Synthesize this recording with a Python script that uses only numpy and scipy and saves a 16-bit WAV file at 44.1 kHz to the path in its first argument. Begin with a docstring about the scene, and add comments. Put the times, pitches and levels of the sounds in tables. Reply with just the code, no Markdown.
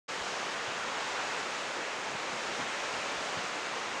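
"""A steady rush of steam is heard first, from vents in the ground on a distant, open hillside.
Swirling steam makes the wide vents roar and now and then surge, while jets from narrow cracks hiss.
Roar and hiss both get a little louder and softer as the steam flow slowly changes.
A light wind bumps the microphone a few times. The sound is mono."""
import sys
import numpy as np
from scipy import signal
from scipy.fft import rfft, irfft
from scipy.io import wavfile

SR = 44100
rng = np.random.default_rng(int(sys.argv[2]) if len(sys.argv) > 2 else 0)


def unload_wav(signal):
    """Save mono or channel-first audio to the path in sys.argv[1] as 16-bit WAV at rate SR, clipped to [-1, 1]."""
    wavfile.write(
        sys.argv[1],
        SR,
        np.round(np.clip(np.atleast_2d(signal).T, -1, 1) * 32767).astype(np.int16),
    )


N = 176400

# Wind bumps on the microphone: t/s, length/s, centre f/Hz, peak level/dB
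WIND_BUMPS = [(.205, .05, 62, -59), (0.683, 0.023, 110, -54), (2.151, 0.021, 175, -45),
              (2.335, 0.032, 145, -50.5), (2.516, 0.022, 180, -49), (2.614, 0.044, 188, -44),
              (2.977, .025, 110, -55.5), (3.18, .03, 90, -57), (3.384, 0.032, 169, -45)]
# Brief surges of single vents: t/s, length/s, centre f/Hz, peak level/dB
VENT_SURGES = [(.82, 0.077, 1200, -43), (1.184, 0.054, 1250, -40), (1.787, 0.05, 410, -44.5),
               (2.065, 0.067, 840, -43)]
# Strength of the steam flow (only its rise and fall counts): t/s, roar level/dB, hiss level/dB
STEAM_FLOW = [(0.12, -38, -45), (0.3, -37.5, -43.5), (0.71, -37.5, -46), (0.8, -37, -46), (0.85, -37, -45),
              (1.32, -36.5, -43.5), (1.98, -38.5, -46.5), (2.43, -37, -44.5), (3.22, -36.5, -43.5),
              (3.6, -37.5, -45.5), (4.0, -38, -46)]
# Tone colour of the narrow cracks: f/Hz, relative level/dB
HISS_SPECTRUM = [(1500, -26), (3000, -0.5), (4000, 0.5), (5000, 0.5), (5700, -.7), (6850, -.7), (7500, -6),
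                 (8300, -8.5), (10000, -22.5), (11500, -31), (15500, -44)]
# Tone colour of the wide vents: f/Hz, relative level/dB
ROAR_SPECTRUM = [(20, -37), (58, -16), (90, -20.5), (170, -9.5), (310, -5), (420, -2), (540, 1), (660, -.8),
                 (820, 0.5), (1380, -0.2), (2000, -2.5), (2700, -4.5), (4000, -14), (8000, -50)]


def amp(db):
    """Turns decibels into a number to multiply a sound by."""
    return 10 ** (np.asarray(db) / 20)


def unit(x):
    """Scales a signal so that its average strength (rms) is one."""
    return x / np.sqrt(np.mean(x ** 2) + 1e-20)


def level_at(spectrum, hz):
    """Looks up levels in dB between a spectrum's points, on a log-frequency scale."""
    f, db = np.transpose(spectrum)
    return np.interp(np.log(hz + 1), np.log(f + 1), db)


def wander(t, slow_hz, fast_hz):
    """A random wobble: slow sine waves added up, each starting anywhere in its cycle."""
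    rates = np.geomspace(slow_hz, fast_hz, num=30)
    return unit(sum(np.sin(2 * np.pi * (f * t + rng.random())) / np.sqrt(f) for f in rates))


def turbulence(spectrum, patch_db, patch_s, patch_hz):
    """Rushing noise in which eddies (small swirls) lift and lower patches of the spectrum."""
    size, hop = 1024, 256
    hz = np.fft.rfftfreq(size, 1 / SR)
    real, imag, eddies = rng.standard_normal((3, N // hop + 5, len(hz)))
    # Blur random values over time and frequency to get smooth patches.
    rate = np.fft.fftfreq(len(eddies), hop / SR)[:, None]
    ripple = np.fft.fftfreq(len(hz), hz[1])
    blur = np.exp(-2 * (rate * patch_s) ** 2 - 2 * (ripple * patch_hz) ** 2)
    eddies = unit(np.fft.ifft2(np.fft.fft2(eddies) * blur).real)
    frames = (real + 1j * imag) * amp(level_at(spectrum, hz) + patch_db * eddies)
    _, noise = signal.istft(frames.T, nperseg=size, noverlap=size - hop)
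    return unit(noise[:N])


def puff(t, peak_s, length_s, centre_hz, level_db, width_octaves):
    """A short swell of swirling air around one frequency."""
    hz = np.fft.rfftfreq(N, 1 / SR)
    band = np.exp(-.5 * (np.log2((hz + 1) / centre_hz) / width_octaves) ** 2)
    air = irfft(rfft(rng.standard_normal(N)) * band, N)
    swell = np.exp(-2 * ((t - peak_s) / length_s) ** 2)
    return amp(level_db) * unit(air * swell) * np.sqrt(np.mean(swell ** 2))


def flow_db(t, column):
    """How far the steam flow is above or below its average."""
    rows = np.array(STEAM_FLOW)
    db = np.interp(t, rows[:, 0], rows[:, column])
    return db - db.mean()


def wind(t):
    """Light wind hits the microphone in soft, low bumps."""
    return sum(puff(t, *bump, width_octaves=0.67) for bump in WIND_BUMPS)


def surges(t):
    """Now and then a single vent lets out a brief extra rush of steam."""
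    return sum(puff(t, *surge, width_octaves=0.4) for surge in VENT_SURGES)


def crack_hiss(t, level_db=-45, flow_share=0.91, flutter_db=0.19):
    """Steam jets from narrow cracks make a smooth hiss, its highest part dulled by distance."""
    jets = turbulence(HISS_SPECTRUM, patch_db=0.43, patch_s=0.09, patch_hz=1200)
    flutter = flutter_db * wander(t, slow_hz=2, fast_hz=10)
    return jets * amp(level_db + flow_share * flow_db(t, column=2) + flutter)


def vent_roar(t, level_db=-36.5, flow_share=0.93, flutter_db=0.1):
    """Steam swirls out of the wide vents with a roar that follows the flow and flutters slightly."""
    rush = turbulence(ROAR_SPECTRUM, patch_db=0.56, patch_s=0.087, patch_hz=493)
    flutter = flutter_db * wander(t, slow_hz=2.5, fast_hz=14)
    return rush * amp(level_db + flow_share * flow_db(t, column=1) + flutter)


def scene():
    """Steam and wind together, the same in both ears."""
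    t = np.arange(N) / SR
    mono = vent_roar(t) + crack_hiss(t) + surges(t) + wind(t)
    return np.array([mono, mono])


def record(dry):
    """Fades the sound in quickly and cuts off the very highest treble."""
    start_s, fade_s, cutoff_hz = 0.08, 0.011, 15720
    fade = np.clip((np.arange(N) / SR - start_s) / fade_s, 0, 1)
    lowpass = signal.firwin(1023, cutoff_hz, window=("kaiser", 9), fs=SR)
    return signal.oaconvolve(dry * fade, lowpass[None], "same")


dry = scene()
out = record(dry)
unload_wav(out)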